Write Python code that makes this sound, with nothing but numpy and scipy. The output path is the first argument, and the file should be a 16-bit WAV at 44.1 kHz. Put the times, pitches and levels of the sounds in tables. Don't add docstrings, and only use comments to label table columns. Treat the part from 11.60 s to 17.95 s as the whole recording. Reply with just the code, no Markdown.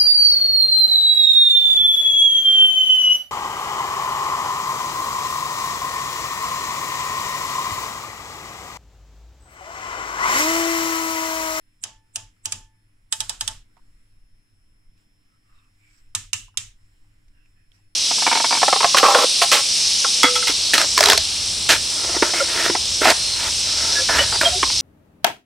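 import sys
import numpy as np
from scipy import signal
from scipy.fft import rfft
from scipy.io import wavfile
from scipy.ndimage import uniform_filter1d

SR = 44100
rng = np.random.default_rng(int(sys.argv[2]) if len(sys.argv) > 2 else 0)


def ratio(d):
    e = np.asarray(d, float) / 20
    return 10 ** e


def unload_wav(signal):
    wavfile.write(
        sys.argv[1],
        SR,
        np.round(np.clip(np.atleast_2d(signal).T, -1, 1) * 32767).astype(np.int16),
    )


N = 280035
UPPER_UNTIL_S = 3

# (time [s], snap level [dB], left-right [dB], shaft ring level [dB], shaft ring pitch [Hz])
STEPS = [(0.2383, -14.5, -4.5, -11, 3215), (0.5587, -13, -5, -6, 2950), (0.8568, -12.5, -7, -14, 3044),
         (0.9223, -12, -4, -8.5, 2592), (1.525, -7, -7.5, -11.5, 3800), (1.6045, -10, -7.5, -11, 3773),
         (1.6952, -11.5, -5.5, -17, 3780), (1.8096, -10.5, -4.5, -11, 3240),
         (1.8776, -11, -7.5, -4.5, 3550), (4.5504, -9, -6.5, -19, 3817), (4.7319, -8, -7, -1, 2915),
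         (4.9733, -9.5, -8, -7.5, 3617)]


def evened(x):
    return x / np.sqrt(np.mean(x ** 2) + 1e-20)


def read(points, hz):
    f, value = np.transpose(points)
    return np.interp(np.log(hz + 1), np.log(f + 1), value)


def add(mix, s, sound):
    part = mix[..., round(s * SR):][..., :sound.shape[-1]]
    part += sound[..., :part.shape[-1]]


def sides(pan_db):
    return ratio(np.array([[.5], [-.5]]) * pan_db)


def bump(t, s, rise_s, fall_s):
    return np.exp(-((t - s) / np.where(t < s, rise_s, fall_s)) ** 2)


def resonate(x, hz, width_hz):
    turn = np.exp(2j * np.pi * np.cumsum(hz * np.ones(x.shape[-1])) / SR)
    r = np.exp(-np.pi * width_hz / SR)
    return 2 * (turn * signal.lfilter([1 - r], [1, -r], x / turn)).real


def steep(x, hz, width_hz):
    return evened(resonate(resonate(x, hz, width_hz), hz, width_hz))


def body(x, peaks):
    return sum(ratio(db) * resonate(resonate(x, hz, width_hz), hz, width_hz) for hz, width_hz, db in peaks)


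def ring(modes, rise_s, size):
    t = np.arange(size) / SR
    tone = sum(ratio(db - 60 * t / t60_s) * np.sin(2 * np.pi * hz * t) for hz, db, t60_s in modes)
    return tone * (1 - np.exp(-t / rise_s)) ** 2


def causal(db):
    log_gain = np.log(ratio(np.maximum(np.r_[db, db[-2:0:-1]], -100)))
    return np.fft.ifft(np.exp(np.conj(signal.hilbert(log_gain)))).real[:512]


def levelled(x):
    power = uniform_filter1d(abs(rfft(x, 2048)) ** 2, size=16)
    return np.convolve(x, causal(-10 * np.log10(power / power.mean())))[:len(x)]


def hush():
    busy = np.zeros(N)
    for s, db, *_ in STEPS:
        add(busy, s, np.full(round(.22 * SR), ratio(db - 7.0)))
    return ratio(-6.0 * uniform_filter1d(np.minimum(busy, 1), 900))


def background():
    # (frequency [Hz], density [dB per Hz])
    wash_colour = [(35, -39), (60, -5.5), (108, 3.5), (124, -20), (217, -13), (301, -13), (553, -28),
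                   (2140, -19), (4030, -29.5), (5460, -30.5), (6000, -34.5), (9570, -36.5), (10300, -38.5),
                   (11300, -41), (16000, -37.5)]
    # (frequency [Hz], correlation [-1..1])
    port_likeness = [(60, 0.8), (150, 0.93), (380, -0.68), (950, -0.27), (2380, -0.26), (5980, 0.52),
                     (15000, 0.84)]
    # (frequency [Hz], level [dB], width [Hz])
    hum_lines = [(301, -82, 2.8), (257, -87.5, 3.6), (176, -84.5, 3.9)]
    # (time [s], drone level [dB])
    fan_load = [(0, -4), (.5, 2), (1.3, -1), (2.1, 4), (2.9, -3.5), (3.4, 2), (4.3, -4.5), (5.6, 1.5),
                (6.35, -3)]
    # (peak time [s], level [dB], rise [s], fall [s])
    swishes = [(.15, -3, 0.089, 0.11), (.5, 0.5, .05, .1), (0.759, 4, .05, .04), (2.3, 5.5, 0.25, .2),
               (3.39, 9.5, .015, .05), (3.669, 2.5, 0.056, 0.087), (3.92, 7, 0.065, 0.15),
               (4.359, 15, 0.13, 0.078), (5.3, 8.5, 0.12, 0.28), (5.9, 3, 0.069, .08), (6.146, 9, .02, .06)]
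    frames, hz = N // 256 + 5, np.fft.rfftfreq(1024, 1 / SR)
    t, hz_column = np.arange(frames) * 256 / SR, hz[:, None]
    a, b, c, d, patches = rng.standard_normal((frames, 513, 5)).T
    patches = evened(uniform_filter1d(uniform_filter1d(patches, 12, 0), 14, 1))
    low = 1 / (1 + (hz_column / 700) ** 4)
    motion = sum(ratio(2 * db) * bump(t, s, rise_s, fall_s) for s, db, rise_s, fall_s in swishes)
    swell_db = low * np.interp(t, *np.transpose(fan_load)) + (1 - low) * (4.5 * np.log10(1 + motion) - 1.5)
    swell_db += 10 * np.log10(4.4 + motion) * np.exp(-((hz_column - 7700) / 900) ** 2)
    same, left = np.clip(read(port_likeness, hz), -1, 1)[:, None], a + 1j * b
    z = np.array([left, same * left + np.sqrt(1 - same ** 2) * (c + 1j * d)])
    z *= ratio(read(wash_colour, hz)[:, None] + 1.2 * patches + swell_db) * (hz_column > 120)
    wash = ratio(-70.0) * evened(signal.istft(z, nperseg=1024, noverlap=768)[1][:, :N])
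    hum = sum(ratio(db) * evened(resonate(rng.standard_normal(N), f, width_hz)) for f, db, width_hz in hum_lines)
    return hush() * wash + hum


def whine():
    # (time [s], level [dB], left-right [dB])
    standing_waves = [(0.0, -78, 16), (0.188, -72.5, 1.5), (1.199, -77, 10.5), (1.48, -81, 0),
                      (2.147, -74, 7), (2.44, -83, 25), (2.65, -74.5, 10), (3.05, -75.5, 12.5),
                      (3.41, -71.5, 2), (3.9, -72, 2), (4.3, -74.5, 3.5), (4.499, -72, 2.5),
                      (5.219, -71.5, 5), (5.6, -79, -6.5), (5.884, -72, 2), (6.033, -75, 9),
                      (6.17, -74.5, 11), (6.35, -82, 24)]
    # (time [s], frequency [Hz])
    pitch = [(0, 5310), (3.3, 5318), (4.4, 5312), (5.2, 5311), (6.35, 5314)]
    t = np.arange(N) / SR
    s, *columns = np.transpose(standing_waves)
    db, pan_db = (np.interp(t, s, column) for column in columns)
    hz = np.interp(t, *np.transpose(pitch))
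    wander_hz = 2.0 * evened(uniform_filter1d(rng.standard_normal(N), 1500))
    turn = 2 * np.pi * np.cumsum(hz + wander_hz) / SR
    quiet = hush()
    tone = ratio(db - 4.0) * np.sin(turn + np.array([[0], [.8]])) * sides(pan_db) * quiet ** 4
    octave_db = -82.5 + 0.17 * pan_db
    octave = ratio(octave_db + 4.0) * np.sin(2 * turn) * np.array([[.18], [1]])
    return np.sqrt(2) * quiet * (tone + octave)


def handling():
    # (peak time [s], level [dB], width [s])
    jolts = [(1.02, -48, 0.032), (1.41, -57, 0.097), (1.91, -47.5, 0.12), (2.3, -50.5, 0.092),
             (2.64, -53, 0.11), (3.11, -53.5, 0.093), (3.31, -49.5, .04), (3.969, -56, 0.07),
             (4.48, -51.5, 0.099), (5.4, -54.5, 0.43), (5.7, -55, 0.14), (6.1, -57.5, 0.27)]
    t, near = np.arange(N) / SR, np.arange(16000) / SR
    kick, shake, slow = np.zeros(N), np.zeros(N), t[::64]
    for s, db, *_ in STEPS:
        add(kick, s, ratio(db - 36.5) * bump(near, 0.11, 0.039, 0.048) * np.sin(2 * np.pi * 33 * near))
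        add(shake, s, ratio(2 * (db - 39.5)) * bump(near, .055, .02, 0.042))
    grip = ratio(2 * -63) + sum(ratio(2 * db) * bump(slow, s, width_s, width_s) for s, db, width_s in jolts)
    lowpass = signal.butter(2, 22, fs=SR, output="sos")
    rumble = evened(signal.sosfilt(lowpass, rng.standard_normal(N)))
    rumble = np.sqrt(np.interp(t, slow, grip)) * rumble + kick
    line = evened(resonate(rng.standard_normal(N), 102, 7.0))
    drone = steep(rng.standard_normal(N), 98, 50)
    mains = ratio(-68) * (1.1 * line + 0.17 * drone) + np.sqrt(shake) * (.2 * line + 0.42 * drone)
    return mains * sides(1.0) + rumble + 0.044 * np.array([[1], [-1]]) * np.roll(rumble, SR)


def rubs():
    # (start [s], length [s], level [dB], hollow [Hz], share of the length until loudest [0..1])
    strokes = [(3.671, .131, -75.1, 1271, .51), (3.831, .291, -68.6, 1181, .39),
               (3.837, .28, -70.6, 2660, .66), (3.932, .09, -68.5, 3701, .6), (4.163, .211, -63, 2281, .47),
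               (4.286, .141, -76, 1611, .83), (4.241, .181, -68.1, 5101, .78),
               (5.715, .181, -73.1, 1621, .41), (5.721, .182, -68.6, 2691, .61),
               (5.952, .141, -72.1, 1731, .12), (5.949, .151, -71.1, 2521, .2),
               (6.122, .201, -73.6, 2571, .38), (6.119, .088, -68.2, 5102, .26),
               (6.121, .066, -77.1, 1445, .22)]
    # (frequency [Hz], width [Hz], level [dB])
    hiss = [(5270, 1600, 0), (7640, 2800, -12)]
    # (frequency [Hz], left-right [dB])
    rub_lean = [(1200, -0.5), (1650, -7), (2650, -1), (3700, -6), (5100, -5.5)]
    out = np.zeros((2, N))
    for s, length_s, db, hz, peak in strokes:
        u = np.linspace(0, 1, round(length_s * SR))
        peak = np.clip(peak, .05, .95)
        from_peak = np.where(u < peak, 1 - u / peak, (u - peak) / (1 - peak))
        stroke = ratio(db - 14.5 * from_peak ** 2.1)
        grain_db = 2.8 * evened(uniform_filter1d(rng.standard_normal(14000), 120))
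        grit = (rng.standard_normal((2, 14000)) * ratio(grain_db))[:, :len(u)]
        hollow_hz = hz * (1 + 0.059 * (.5 - u))
        if hz > 4800:
            sound = evened(body(grit, hiss))
        else:
            sound = 0.63 * steep(grit, hollow_hz, 230) + 700 / hz * steep(grit, hollow_hz, 0.48 * hz)
        add(out, s, stroke * sound * signal.windows.tukey(len(u), .25) * sides(read(rub_lean, hz)))
    return out


def touches():
    # (time [s], peak level [dB], pitch [Hz], left-right [dB], bright edge [dB])
    taps = [(0.765, -60.5, 1324, 3.5, -4), (2.168, -50, 907, -9, -19), (2.176, -58, 2580, -7, -11),
            (2.194, -61, 1058, -7, -12), (3.378, -62, 3500, -11.5, 16), (3.655, -68.5, 3300, -3, -1),
            (3.905, -67, 6970, 0, -2.5), (3.979, -62, 1105, 5, -8), (4.044, -56, 2780, -4, -7),
            (4.882, -48.5, 977, -8, -8), (4.942, -54, 1060, 4, -14.5), (5.442, -67.5, 854, -1, -22.5),
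            (5.682, -54, 2200, 0, 6), (5.858, -54, 2500, -5.5, -20), (6.118, -52, 3100, -17, -18),
            (6.188, -66.5, 870, -7, -16)]
    out, t = np.zeros((2, N)), np.arange(1500) / SR
    for s, db, hz, pan_db, edge_db in taps:
        puff = rng.standard_normal((2, 1500)) * np.exp(-t * hz / 9.6)
        tap = steep(puff.sum(0), hz, 0.38 * hz) + ratio(edge_db) * steep(puff, 4500, 5000)
        tap += 0.3 * steep(puff * np.exp(-t / .0012), 1.36 * hz, 2.9 * hz)
        add(out, s, ratio(db) * sides(pan_db) * tap / abs(tap).max())
    return out


def case():
    # (time [s], case thump [dB], panel knock [dB])
    blows = [(0.237, -49, -41.5), (0.559, -45.5, -47), (0.853, -42.5, -44), (0.921, -38, -40),
             (1.524, -55.5, -30), (1.603, -43.5, -44.5), (1.694, -46, -41.5), (1.811, -42.5, -36.5),
             (1.879, -42, -37), (4.548, -36, -30.5), (4.73, -36, -33.5), (4.972, -39.5, -53.5)]
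    # (frequency [Hz], level [dB], t60 [s])
    thump_modes = [(103.3, 4, 0.18), (94.56, -5.5, 0.57), (116, -11.5, 0.042)]
    # (frequency [Hz], width [Hz], level [dB])
    upper_knock = [(653, 14, -3), (1296, 240, -1.5), (1700, 440, 1.5)]
    # (frequency [Hz], width [Hz], level [dB])
    lower_knock = [(286.7, 36, -24.5), (916, 53, -2.5), (1053.5, 130, -3.5), (1231, 230, 1.5),
                   (1762, 51, 4)]
    out, t = np.zeros((2, N)), np.arange(5000) / SR
    for s, thump_db, knock_db in blows:
        upper = s < UPPER_UNTIL_S
        blow = rng.standard_normal((3, 5000)) * (np.exp(-t / 0.0089) + 0.083 * np.exp(-t / 0.074))
        knock = body(blow[:2] * 0.72 + blow[2], upper_knock if upper else lower_knock)
        add(out, s, ratio(knock_db - 14.5) * evened(knock))
        slower = blow[2] / (np.exp(-t / 0.0022) + 0.25 * np.exp(-t / 0.041))
        boom = steep(slower, 220, 140) * np.sin(np.pi * t / t[-1]) * np.exp(-t / 0.074)
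        add(out, s, ratio(thump_db - (12.5 if upper else 17.5)) * boom)
        add(out, s + .008, ratio(thump_db) * ring(thump_modes, 0.0077, size=16000))
    return out


def spring():
    # (time [s], level [dB], time until damped [s])
    twangs = [
        (.244, -48.5, 0.41),
        (.558, -45, 0.13),
        (0.855, -42.5, 0.085),
        (.922, -48, 0.5),
        (1.526, -37, 0.058),
        (1.603, -35.5, 0.049),
        (1.695, -32, 0.021),
        (1.81, -33.5, 0.03),
        (1.877, -36.5, 0.064),
    ]
    # (frequency [Hz], level [dB], t60 [s])
    spring_modes = [(881, -1, 0.54), (870, -13, 0.44), (1750, -15, 1), (652, -12, 0.19)]
    out, t = np.zeros((2, N)), np.arange(22000) / SR
    for s, db, held_s in twangs:
        damping = ratio(-14 * (t / held_s) ** 3)
        add(out, s, ratio(db) * ring(spring_modes, 0.006, size=22000) * damping * sides(1.5))
    return out


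def shivers():
    # (time [s], level [dB], pitch [Hz])
    buzzes = [
        (4.733, -25.5, 2920),
    ]
    # (factor on the pitch [ratio], width [Hz], level [dB])
    shaft_modes = [(.94, 85, -1.5), (0.991, 79.6, 1.5), (1.03, 90, -1)]
    out, t = np.zeros((2, N)), np.arange(12000) / SR
    for s, db, hz in buzzes:
        modes = [(k * hz * (1 - 0.1 * t), width_hz, mode_db) for k, width_hz, mode_db in shaft_modes]
        buzz = evened(body(rng.standard_normal((2, 12000)), modes))
        decay = 0.99 * ratio(-60 * t / 0.05) + 0.3 * ratio(-60 * t / 0.34)
        add(out, s + .001, ratio(db) * buzz * decay * sides(-1.5))
    return out


def room(snap, tilt_db, air_db):
    # (frequency [Hz], t60 [s])
    reverberation = [(300, 0.26), (1000, 0.26), (3000, 0.34), (8000, 0.24), (11000, .27), (14000, 0.3)]
    # (frequency [Hz], gain [dB])
    cabinet = [(1000, 3), (2000, 1), (3200, -0.5), (4200, -3.5), (5100, 0), (5800, 2.5), (7800, 4),
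               (10000, -1)]
    # (frequency [Hz], left-right [dB])
    tail_lean = [(700, 10), (1900, -3), (3900, -3.5), (5500, -2), (7700, 2.5), (11500, -7.5), (14000, -1.5)]
    hz, t = np.fft.rfftfreq(256, 1 / SR), np.arange(260) * 64 / SR
    hz_column = hz[:, None]
    colour = np.sqrt((abs(signal.stft(snap, nperseg=256)[2]) ** 2).sum((0, 2)))
    colour = uniform_filter1d(colour, size=4) * ratio(read(cabinet, hz))
    colour *= ratio(tilt_db * np.log2(hz / 4000 + 0.34))
    a, b, c, d = rng.standard_normal((260, 129, 4)).T
    same, left = np.clip(1 / (1 + (hz_column / 900) ** 2) + 0.21, 0, 1), a + 1j * b
    z = np.array([left, same * left + np.sqrt(1 - same ** 2) * (c + 1j * d)])
    z *= colour[:, None] * ratio(-60 * t / read(reverberation, hz)[:, None])
    z *= ratio(-5 * bump(t, 0.018, 0.0057, .013) / (1 + (4800 / (hz_column + 1)) ** 6))
    top_db = air_db / (1 + (12500 / (hz + 1)) ** 16)
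    z *= ratio(top_db + np.array([[.5], [-.5]]) * read(tail_lean, hz))[..., None]
    z *= ratio(-120 * np.maximum(t - .14, 0))
    tail = signal.istft(z, nperseg=256, noverlap=192)[1]
    tail /= np.sqrt(np.mean(tail[:, :900] ** 2))
    return tail * (1 - np.exp(-np.arange(tail.shape[1]) / SR / 0.006))


def rattle(rattle_ms, bounce_ms, bounce):
    left_paths = [(2, .5), (15, .5), (34, .6), (69, .4)]
    likeness, t = .65, np.arange(1500) / SR
    ticks = rng.standard_normal((2, 1500)) * ratio(1.2 * rng.exponential(1, 1500))
    ticks *= rng.random((2, 1500)) < .6
    shared = sum(share * np.roll(ticks[1], late) for late, share in left_paths)
    ticks[0] = likeness * shared + np.sqrt(1 - likeness ** 2) * ticks[0]
    rise_s = np.array([[.35], [.3]]) / 1000
    ticks *= (1 - np.exp(-t / rise_s)) * np.exp(-t * 1000 / rattle_ms)
    blow = 1.5 * np.exp(-((t - .0005) / 0.00045) ** 2)
    ticks[1] *= 1 + blow + bounce * np.exp(-((t * 1000 - bounce_ms) / 0.45) ** 2)
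    bench_echo = 0.83 * np.exp(-((t - .0035) / 0.00059) ** 2)
    ticks[0] *= 1 + .6 * np.exp(-((t - .001) / 0.0006) ** 2) + bench_echo
    return np.array([levelled(c) for c in ticks])


def coloured(ticks, s):
    # (frequency [Hz], density [dB per Hz])
    upper_colour = [(240, -47.5), (400, -21.5), (1350, -18), (2100, -22), (2950, -4), (4100, -9),
                    (5000, -1.5), (5600, -3), (6300, -0.5), (7200, 3.5), (7900, -4), (9400, -3.5),
                    (11000, -12.5), (12500, -27.5), (15300, -31.5), (16000, -45)]
    # (frequency [Hz], density [dB per Hz])
    hurried_colour = [(240, -47.5), (400, -21), (1250, -13.5), (2200, -18), (3200, -3), (3700, -4),
                      (4300, -6), (5100, -1), (5800, -6), (7500, -0.5), (8900, -4), (11000, -14.5),
                      (12500, -27.5), (15300, -33.5), (16000, -48)]
    # (frequency [Hz], density [dB per Hz])
    lower_colour = [(240, -67.5), (400, -46), (1230, -18.5), (1550, -17.5), (2840, -6), (3250, -6.5),
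                    (3800, -2.5), (4380, -8.5), (5700, -4), (7300, -1), (9000, -6), (12300, -24.5),
                    (15000, -25.5), (16000, -40)]
    # (frequency [Hz], left-right [dB])
    snap_lean = [(400, -1), (1300, 8.5), (2000, 11), (3100, -0.5), (5000, 3), (7700, 3), (11500, -6.5),
                 (14500, 2.5)]
    hz = np.fft.rfftfreq(2048, 1 / SR)
    if s < 1.2:
        colour = upper_colour
    else:
        colour = hurried_colour if s < UPPER_UNTIL_S else lower_colour
    tones = [causal(read(colour, hz) + side * read(snap_lean, hz) - 9 * (hz < 560)) for side in (.5, -.5)]
    return np.array([np.convolve(c, tone) for c, tone in zip(ticks, tones)])


def sheet(ticks, upper):
    # (frequency [Hz], level [dB], t60 [s])
    upper_sheet = [(1733, -11, 0.11), (2550, -4.5, .12), (2985, -0.5, .12), (3230, -2, .12),
                   (3785, -4.5, .12), (4150, -9.5, .1), (5012, -5, 0.084), (5340, -6, .1), (5730, -3, .1),
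                   (6525, -4.5, .1), (7420, -7, .08), (7950, -3.5, .08), (8600, -4, .08), (9500, -6.5, .08)]
    # (frequency [Hz], level [dB], t60 [s])
    lower_sheet = [(1271, -11, 0.056), (1712, -10.5, 0.26), (2720, -3, 0.21), (3155, -7, .2),
                   (3750, -9, .15), (4830, -4, .2), (5400, -5, 0.18), (5733, -6, .25), (6062, -4, .17),
                   (6400, -4.5, .2), (6874, -8, .25), (7370, -2, .15), (8000, -8.5, 0.17), (8592, -8.5, .2)]
    modes = [(hz, db, min(t60_s, .13)) for hz, db, t60_s in (upper_sheet if upper else lower_sheet)]
    ringing = signal.fftconvolve(ticks, ring(modes, 0.0012, size=9000)[None], axes=1)
    return ringing / np.sqrt(np.mean(ringing[:, :2000] ** 2)) * sides(-1.3)


def scrape(db, upper):
    u = np.linspace(0, 1, 1600)
    grit = rng.standard_normal((2, 1600))
    grit = steep(grit, 7300 + 1100 * u, 1300) + 0.31 * steep(grit, 3300, 3200) * u ** 2
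    suddenness = 5.7 + 0.4557 * (db + 10.0) if upper else 16.
    climb = np.exp((u - 1) * suddenness) * np.minimum(2 * u, 1)
    return ratio(-38.5 if upper else -59.5) * grit * climb * sides(-5.0)


def steps():
    # (wafer ring [dB], wafer pitch [Hz], bounce after the drop [ms], bounce strength [ratio])
    seats = [(-8, 6250, 1.5, .5), (-24.5, 6000, 3.1, 0.64), (-17, 7100, 2.4, 1.2), (-14, 7300, 4, 1),
             (-2, 7400, 4.8, 1), (-10, 10000, 1.5, .6), (-11, 7500, 2, 0.31), (-16, 13000, 3.2, 0.44),
             (-8, 5700, 3.8, 0.54), (-16, 6400, 4.5, 0.54), (-14.5, 5700, 5.1, 1.1), (-19.5, 9800, 3, .8)]
    # (delay [ms], left level [dB], right level [dB])
    echoes = [
        (9.34, -18.5, -26),
        (13.72, -24.5, -27),
        (18.8, -22.5, -24),
        (33.1, -24.5, -27.5),
    ]
    out = np.zeros((2, N))
    for step, seat in zip(STEPS, seats):
        s, db, pan_db, shaft_db, shaft_hz = step
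        wafer_db, wafer_hz, bounce_ms, bounce = seat
        upper = s < UPPER_UNTIL_S
        rattle_ms, tilt_db = 5.74 + 0.4454 * (db + 8.5), 1.4 * (db + 8.0)
        ticks = rattle(rattle_ms, bounce_ms, bounce)
        snap = coloured(ticks, s)
        tail = room(snap, tilt_db, air_db=12 if upper else 1.5)
        padded = np.pad(ticks, ((0, 0), (0, 511)))
        shaft = ratio(shaft_db - 6.0) * steep(padded, shaft_hz, 430)
        wafer = ratio(wafer_db - 5.5) * steep(padded, wafer_hz, 750)
        snap = evened(evened(snap) + shaft + wafer)
        add(out, s - 1600 / SR, scrape(db, upper))
        add(out, s - .0004, ratio(db - 16.0) * sides(pan_db) * snap)
        for late_ms, *ports_db in echoes:
            add(out, s + late_ms / 1000, ratio(db - 18.5 + np.array(ports_db)[:, None]) * snap[::-1])
        add(out, s, ratio(db - 31.5) * sheet(ticks, upper))
        tail_db = -15.5 if upper else -13
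        add(out, s, ratio(db + tail_db - 8.0) * tail * sides(-0.66))
    return out


def scene():
    return background() + whine() + handling() + rubs() + touches() + case() + spring() + shivers() + steps()


def top_cut(x):
    return signal.sosfilt(signal.butter(12, 16520, fs=SR, output="sos"), x)


def record(dry):
    power_db = 10 * np.log10(abs(uniform_filter1d((dry ** 2).mean(0), 300, origin=149)) + 1e-12)
    fall_db = np.arange(N) * 60. / SR
    over_db = np.maximum(np.maximum.accumulate(power_db + fall_db) - fall_db + 18.5, 0)
    ducked = dry / ratio(0.23 * uniform_filter1d(over_db, 200, origin=99))
    lowpass = signal.butter(12, 15300, fs=SR, output="sos")
    return top_cut(signal.sosfilt(lowpass, .66 * np.tanh(ducked / .66)))


dry = scene()
out = record(dry)
unload_wav(out)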